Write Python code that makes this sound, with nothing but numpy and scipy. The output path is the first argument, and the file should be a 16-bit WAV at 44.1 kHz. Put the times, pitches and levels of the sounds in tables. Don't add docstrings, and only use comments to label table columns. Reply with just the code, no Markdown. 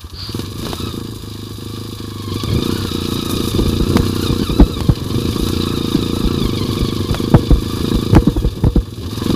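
import sys
import numpy as np
from scipy import signal
from scipy.fft import rfft, irfft
from scipy.io import wavfile
from scipy.ndimage import uniform_filter1d, map_coordinates

SR = 44100
rng = np.random.default_rng(int(sys.argv[2]) if len(sys.argv) > 2 else 0)


def generate_wav(sig):
    pcm = np.round(np.clip(np.atleast_2d(sig).T, -1, 1) * 32767).astype(np.int16)
    wavfile.write(sys.argv[1], SR, pcm)


N = 412335

# t/s, f/Hz
FIRING_RATE = [(0, 11.17), (0.2, 10.75), (0.38, 22.54), (0.76, 30.44), (0.88, 28.19), (1.36, 25.61),
               (1.9, 26.59), (2.3, 24.68), (2.63, 27.63), (2.78, 33.25), (2.91, 29.53), (3.44, 27.84),
               (3.58, 26.88), (3.95, 30.48), (4.04, 31.15), (4.26, 29.9), (4.7, 29.59), (4.85, 24.54),
               (5.05, 21.91), (5.22, 28.76), (5.36, 27.32), (5.49, 30.09), (5.88, 27.52), (6.32, 28.82),
               (6.5, 25.13), (6.94, 25.72), (7.05, 23.08), (7.14, 27.03), (7.41, 25.73), (7.88, 27.66),
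               (8.08, 26.82), (8.35, 18.94), (8.68, 20.47), (9.01, 18.83), (9.35, 25.99)]
# t/s, level/dB
THROTTLE = [(0, -25), (.2, -32.5), (.37, -7.5), (.45, -23), (.66, -16), (.98, -14), (1.15, -20.5),
            (2.25, -18), (2.35, -11.5), (2.68, -7), (2.8, -13.5), (2.95, -10.5), (4.35, -8), (4.7, -13),
            (5.02, -18.5), (5.18, -8), (6.9, -8.5), (7.06, -12.5), (7.22, -7), (7.55, -14.5), (7.92, -7),
            (8.5, -17), (8.95, -24), (9.22, -9), (9.35, -5.5)]
PUFFS = [.77, .9, 1.206, 1.548, 1.966, 2.393, 2.477, 2.51, 2.88, 3.51, 4.46, 4.72, 5.32, 7.17, 8.52, 8.71]
# t/s, level/dB
CLATTER_LEVEL = [(0, -39.5), (.13, -42), (.38, -31), (.52, -37.5), (.7, -29.5), (1.05, -37.5),
                 (2.15, -36.5), (2.7, -29), (3.4, -29), (3.65, -29.5), (4.05, -29.5), (4.25, -28),
                 (4.7, -34), (5.1, -31), (5.52, -29.5), (6.3, -31), (7.2, -31), (7.6, -34), (7.8, -29),
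                 (8.3, -35.5), (8.9, -41.5), (9.25, -28), (9.35, -28.5)]
# t/s, level/dB
WHINE_LEVEL = [(0, -66), (.72, -48), (.86, -36), (1.05, -61), (2.05, -50), (2.3, -40), (2.8, -39),
               (3.3, -37.5), (3.9, -43), (4.3, -42.5), (5, -44.5), (5.7, -39.5), (6.2, -41), (6.9, -40),
               (7.45, -45.5), (7.8, -41.5), (8.9, -54), (9.3, -42.5)]
# t/s, swing/share of crank speed, whine lift/dB
TYRE_SLIPS = [(4.25, 0.082, 9), (4.47, 0.11, 8.5), (4.58, 0.029, 5.5), (4.761, 0.0398, 6),
              (5.29, 0.056, 0.5), (6.421, .05, 2), (6.579, 0.057, 2.5), (7.19, 0.055, 3.5), (8.381, .05, 3)]
# t/s, knock level/dB, knock pitch f/Hz, heave level/dB
ROCK_JOLTS = [(3.596, -7.5, 251, -12), (3.659, -20, 255, -17), (3.806, -9.5, 214, -11),
              (3.960, -5.5, 242, -25), (3.994, -10, 154, -15.5), (4.304, -9, 160, -15.5),
              (4.418, -10, 212, -23), (4.508, -9, 143, -17), (4.591, -10, 329, -34),
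              (4.603, 3.5, 253.6, 0.8), (4.895, 0.5, 155.3, -10.5), (5.409, -17, 156, -14),
              (5.952, -5, 235, -23), (6.241, -8.5, 220, -9.5), (6.438, -18, 159, -13),
              (6.808, -26, 161, -12.5), (7.108, -9.5, 153.5, -15), (7.346, 9, 171, -11),
              (7.512, -2, 157.4, -2), (7.561, -16, 159.3, -13), (7.947, -7.5, 192, -11),
              (8.135, -2, 132, -12), (8.166, 5.5, 175, -5), (8.276, -0.5, 227, -15), (8.366, -15, 278, -11),
              (8.448, -10, 162, -8), (8.642, -5, 145, -10.5), (8.671, -4, 142, -13),
              (8.764, -4.5, 217, -5.5), (9.299, -6.5, 216, -25)]
# t/s, level/dB, treble level/dB
STONE_STRIKES = [(0.393, -18, -1), (0.628, -23, -12), (0.667, -14, -13), (0.732, -13, -12),
                 (2.436, -19.5, 4), (3.296, -24, 9), (3.97, -3.5, -10), (4.806, -16, -4), (5.042, -31, 8),
                 (5.487, -18, 4), (6.164, -22, -12), (7.145, -6, -26), (8.151, -7.5, -28), (8.64, -19, -23)]
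# t/s, half length/s, level/dB
LEAF_SWISHES = [(0.403, 0.027, -41), (0.704, 0.1, -44), (3.315, 0.023, -31), (3.467, 0.051, -30.5),
                (5.49, .035, -36)]
# t/s, level/dB
RIDE_LEVEL = [(0, -46), (.7, -22), (1.2, -38), (2.1, -39), (2.5, -24.5), (3.2, -25), (3.7, -21), (5, -23),
              (7.8, -24), (8.3, -23), (8.9, -28.5), (9.35, -18.5)]
# f/Hz, level/dB
BARK_SPECTRUM = [(25, -26.5), (80, 6), (140, -2.5), (230, 5), (340, 2.5), (420, -7), (475, -5), (530, -40),
                 (640, -29), (1150, -21.5), (2000, -46.5), (6000, -61)]
# f/Hz, level/dB
CASES_SPECTRUM = [(500, -5.5), (700, -11.5), (900, -4.5), (1150, 5.5), (1350, -7), (1480, -11.5),
                  (1680, -2), (2000, -19.5), (2400, -21), (4000, -65)]
# f/Hz, level/dB
VALVES_SPECTRUM = [(1800, -35), (2120, -18.5), (2350, -2), (2650, -6.5), (2950, 0), (3250, -3.5), (3650, 5),
                   (3980, 2), (4300, -1), (4950, 1), (5350, -7.5), (6900, -14.5), (8500, -22.5),
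                   (15000, -52)]
# f/Hz, level/dB
HEAD_SPECTRUM = [(1800, -23.5), (2800, -27), (3350, -10), (3640, -2.5), (3800, -5), (3980, 4.5),
                 (4300, -18), (4750, -2), (4960, 0), (5200, -22), (6400, -23), (6850, -8.5), (7300, -15.5),
                 (14000, -17.5)]
# f/Hz, level/dB
GEARBOX_RESPONSE = [(700, -28), (1000, 4.5), (1200, 3), (1450, -0.5), (1950, -9), (2300, -2.5),
                    (2700, -4.5), (3300, 4.5), (3750, 9), (4200, 4.5), (5000, -2), (6500, -38)]
# f/Hz, level/dB
HISS_SPECTRUM = [(4000, -16), (6000, -0.5), (8700, -9.5), (10100, 2.5), (11200, -8.5), (12100, -1),
                 (13000, -4.5), (15500, -14.5)]
# f/Hz, level/dB
RATTLE_SPECTRUM = [(60, -15), (150, -13.5), (300, 11), (400, -3), (480, 0.5), (560, -12), (950, -12),
                   (1500, -22), (3000, -44), (8000, -50)]
# f/Hz, level/dB
STONE_SPECTRUM = [(200, 4), (500, 12), (1000, 5.5), (1700, 1), (2100, -4.5), (3800, -1.5), (6000, -13),
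                  (15000, -26)]
# f/Hz, level/dB
RUMBLE_SPECTRUM = [(15, -7), (35, -23), (55, -4.5), (90, 2.5), (200, -8), (400, -11), (480, -16),
                   (600, -26), (1500, -55.5)]

TOP_HZ = 15500
PULL_DB, PULL_CLATTER_DB = -8.5, -27.5
HUM_DB, HUM_GROWS = -24.5, 0.31
HISS_DB, HISS_GROWS = -39, 1
KNOCK_RISE_S, HEAVE_LAG_S = .0042, .019
RATTLE_DB, RATTLE_DB_PER_OCTAVE = -10, 4
SLIP_S = .04
GEAR_FLUTTER_DB, BACKLASH = 3, .55


def amp(db):
    return 10 ** (np.asarray(db) / 20)


def unit(x):
    return x / np.sqrt(np.mean(x ** 2) + 1e-20)


def along(points, hz):
    f, v = np.transpose(points)
    return np.interp(np.log(hz + 1), np.log(f + 1), v)


def curves(rows):
    s, *cols = np.transpose(rows)
    return [np.interp(np.arange(N) / SR, s, c) for c in cols]


def wobble(rate):
    knots = rng.standard_normal(int(N * rate / SR) + 4)
    return map_coordinates(knots, [np.arange(N) * rate / SR], order=2)


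def ring(spectrum, size=4096):
    log_gain = np.log(amp(along(spectrum, np.fft.rfftfreq(size, 1 / SR))))
    cepstrum = irfft(log_gain)
    cepstrum[1:size // 2] *= 2
    cepstrum[size // 2 + 1:] = 0
    return irfft(np.exp(rfft(cepstrum)))


def through(x, response):
    return signal.fftconvolve(x, response)[:len(x)]


def noise(spectrum, shape=1):
    return unit(through(shape * rng.standard_normal(N), ring(spectrum)))


def add(track, s, sound):
    start = max(round(s * SR), 0)
    track[start:start + len(sound)] += sound[:max(N - start, 0)]


def beat(cycle, place, width):
    return np.exp(-((cycle - place) % 1) / width)


def ride(level_db=-1, lumps_db=4):
    shake_db, = curves(RIDE_LEVEL)
    return amp(shake_db + level_db) * noise(RUMBLE_SPECTRUM, amp(lumps_db * wobble(12)))


def brush(cycle, hiss_db, level_db=2.5, grit_db=-11, density=420):
    swell = 1 + 0.72 * beat(cycle, 0.047, 0.06) + 3.1 * beat(cycle, .58, 0.81)
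    hiss = noise(HISS_SPECTRUM, swell * amp(2.33 * wobble(50)))
    struck = rng.random(N) < density / SR
    snaps = struck * amp(np.minimum(4 * rng.exponential(size=N), 10))
    fade = amp(-np.linspace(0, 40, 130))
    grit = noise([(1500, 5), (4000, -12), (10000, -12), (15000, -19)], through(snaps, fade))
    return amp(hiss_db) * (amp(level_db) * hiss + amp(grit_db) * grit)


def swishes(flutter_db=3):
    t = np.arange(N) / SR
    sweep = sum(amp(db) * np.exp(-((t - s) / length) ** 2) for s, length, db in LEAF_SWISHES)
    return sweep * noise(HISS_SPECTRUM, amp(flutter_db * wobble(120)))


def strikes(level_db=-5, snap_t60=0.019, tail_t60=0.085, tail_db=-14, treble_db=-3, click_db=0):
    out, t = np.zeros(N), np.arange(SR // 5) / SR
    body = noise(STONE_SPECTRUM)
    edge = noise([(2000, -29), (4200, 5), (7000, -4), (15000, -10)])
    fade = amp(-60 * t / snap_t60) + amp(tail_db - 60 * t / tail_t60)
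    click = ring(STONE_SPECTRUM)
    click = click / abs(click).max()
    for s, db, rel_db in STONE_STRIKES:
        add(out, s, amp(db + click_db) * click)
        i = rng.integers(N - len(t))
        crack = body[i:i + len(t)] + amp(rel_db + treble_db) * edge[i:i + len(t)]
        add(out, s, amp(db + level_db) * fade * crack)
    return out


def heaves(thud_hz=52, width=.016, level_db=2):
    out, t = np.zeros(N), np.arange(-SR // 10, SR // 10) / SR
    thud = np.sin(2 * np.pi * thud_hz * t) * np.exp(-(t / width) ** 2)
    for s, _, _, db in ROCK_JOLTS:
        add(out, s + HEAVE_LAG_S + t[0], amp(db + level_db) * thud)
    return out


def jolts(thump_db=0, sag=0.442, usual_hz=190, case_hz=478, case_t60=0.24, case_db=-7,
          tail_db=-12, tail_t60=0.11, ragged_db=3):
    out, t = np.zeros(N), np.arange(SR // 2) / SR
    rattle = noise(RATTLE_SPECTRUM, amp(ragged_db * wobble(140)))
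    age = t / KNOCK_RISE_S
    swell = (age / 2) ** 2 * np.exp(2 - age)
    case = (1 - np.exp(-age)) * np.sin(2 * np.pi * case_hz * t) * amp(case_db - 60 * t / case_t60)
    tail = np.tanh(age / 2) * amp(tail_db - 60 * t / tail_t60)
    for s, db, hz, _ in ROCK_JOLTS:
        pitch = hz * (1 - sag * np.tanh(age / 2 - 1))
        thump = swell * np.sin(2 * np.pi * np.cumsum(pitch) / SR)
        shake = (swell + tail) * np.roll(rattle, rng.integers(N))[:len(t)]
        shake_db = RATTLE_DB + RATTLE_DB_PER_OCTAVE * np.log2(hz / usual_hz)
        knock = amp(thump_db) * thump + amp(shake_db) * (shake + case)
        add(out, s - 2 * KNOCK_RISE_S, amp(db) * knock)
    return out


def tappets(cycle, rate, level_db=-42, idle_rate=26, db_per_octave=16, tick=3.1):
    ticks = 1 + tick * (beat(cycle, .58, 0.27) + 0.65 * beat(cycle, 0.26, 0.11))
    revs_db = db_per_octave * np.log2(rate / idle_rate)
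    return amp(level_db + revs_db) * noise(HEAD_SPECTRUM, ticks)


def clatter(cycle, clatter_db, load_db, case_db=-6.0, valve_db=-3.0, tick=2, crack=1.58):
    force = amp(load_db - PULL_DB)
    firing = crack * force * beat(cycle, 0.025, 0.12)
    valves = tick / (1 + force) * (beat(cycle, .58, 0.14) + .5 * beat(cycle, .24, 0.074))
    low = noise(CASES_SPECTRUM, (1 + 0.84 * firing + 0.53 * valves) * amp(2.5 * wobble(60)))
    high = noise(VALVES_SPECTRUM, (1 + 1.47 * firing + valves) * amp(2.58 * wobble(70)))
    return amp(clatter_db) * (amp(case_db) * low + amp(valve_db) * high)


def slips():
    t = np.arange(N) / SR
    swing, lift_db = np.ones(N), np.zeros(N)
    for s, share, db in TYRE_SLIPS:
        u = (t - s) / SLIP_S
        bell = np.exp(-u ** 2 / 2)
        swing = swing - share * u * bell * np.sqrt(np.e)
        lift_db = lift_db + db * bell
    return swing, lift_db


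def crank_speed(rate, at, fire_db, kick=.3):
    kicks = np.zeros(N)
    uneven_db = 2.6 * rng.standard_normal(len(at))
    kicks[at] = kick * amp(fire_db + uneven_db)
    gained = np.cumsum(kicks)
    surplus = gained - uniform_filter1d(gained, round(.2 * SR))
    return rate * (1 + np.clip(uniform_filter1d(surplus, round(.006 * SR)), -.4, .4))


def gears(speed, cycle, whine_db, load_db, teeth=43.9, bright=0.49, overtone_db=-0.5,
          stroke_db=4, stroke_place=0.34):
    effort_db = load_db - PULL_DB
    play = BACKLASH * amp(effort_db / 2) * wobble(170)
    mesh = 2 * np.pi * teeth * np.cumsum(speed) / SR + play
    upper_db = overtone_db + bright * effort_db
    tone = np.zeros(N)
    for k in range(1, 5):
        partial_db = along(GEARBOX_RESPONSE, k * teeth * speed) + (k > 1) * upper_db
        tone += amp(partial_db + GEAR_FLUTTER_DB * wobble(70)) * np.sin(k * mesh)
    stroke = np.cos(2 * np.pi * (cycle - stroke_place))
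    return amp(whine_db + stroke_db * stroke) * tone


def starter(level_db=0):
    rasp_db, = curves([(.1, -90), (.14, -41), (.2, -29.5), (.3, -31.5), (.35, -43), (.4, -90)])
    rasp = noise([(900, -27), (1300, -14.5), (2200, -28), (4100, -10),
                  (4550, -3), (4800, -3), (5200, -28), (12000, -45)])
    return amp(rasp_db + level_db) * rasp


def drone(cycle, boom_db, level_db=1, unsteady_db=1):
    rate = np.gradient(cycle) * SR
    airbox = [(20, -42), (45, -13.5), (65, -6), (80, -5.0), (100, -2.5), (115, -0.5), (140, -69), (220, -50)]
    hum = np.zeros(N)
    for k in range(2, 9):
        order_db = along(airbox, k * rate) + unsteady_db * wobble(13)
        hum += amp(order_db) * np.cos(2 * np.pi * k * (cycle - .08))
    return amp(boom_db + level_db) * hum


def firings(cycle, load_db, scatter_db=1, miss_db=-12):
    at = np.flatnonzero(np.diff(np.floor(cycle)) > 0)
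    nearest = [np.argmin(abs(at / SR - s)) for s in PUFFS]
    missed = np.isin(np.arange(len(at)), nearest)
    return at, load_db[at] + miss_db * missed + scatter_db * rng.standard_normal(len(at))


def exhaust(at, fire_db, lead=0.00124, echo=0.00866, echo_db=-11, pipe_hz=100, pipe_t60=0.13,
            pipe_delay=0.0072, boom_db=-9, level_db=2.0):
    t = np.arange(4096) / SR
    pulse = ring(BARK_SPECTRUM)
    pulse = pulse / abs(pulse).max()
    pulse = pulse + amp(echo_db) * np.interp(t - echo, t, pulse, left=0)
    late = np.maximum(t - pipe_delay, 0)
    pulse = pulse - np.sin(2 * np.pi * pipe_hz * late) * amp(boom_db - 60 * late / pipe_t60)
    out = np.zeros(N)
    for i, db in zip(at, fire_db):
        add(out, i / SR - lead, amp(db + level_db) * pulse)
    return out


def case_ring(x, case_hz=479, t60=0.21, level_db=-3):
    t = np.arange(SR // 4) / SR
    fade = amp(-60 * t / t60)
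    response = 2 * fade * np.cos(2 * np.pi * case_hz * t) / fade.sum()
    return x + amp(level_db) * through(x, response)


def scene():
    rate, = curves(FIRING_RATE)
    load_db, = curves(THROTTLE)
    clatter_db, = curves(CLATTER_LEVEL)
    whine_db, = curves(WHINE_LEVEL)
    cycle = np.cumsum(rate) / SR + .5
    at, fire_db = firings(cycle, load_db)
    swing, lift_db = slips()
    speed = swing * crank_speed(rate, at, fire_db)

    hiss_db = HISS_DB + HISS_GROWS * (clatter_db - PULL_CLATTER_DB)
    trail = ride() + brush(cycle, hiss_db) + swishes() + strikes() + heaves() + jolts()
    machine = tappets(cycle, rate) + clatter(cycle, clatter_db, load_db)
    machine += gears(speed, cycle, whine_db + lift_db, load_db)
    hum_db = HUM_DB + HUM_GROWS * (load_db - PULL_DB)
    engine = starter() + drone(cycle, hum_db) + case_ring(exhaust(at, fire_db))
    return (trail + machine + engine)[None]


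def record(dry):
    clipped = np.clip(dry, -1, 1)
    hz = np.fft.rfftfreq(N, 1 / SR)
    band = (hz < TOP_HZ) * np.minimum(hz / 20, 1)
    return irfft(rfft(clipped) * band, N)


dry = scene()
out = record(dry)
generate_wav(out)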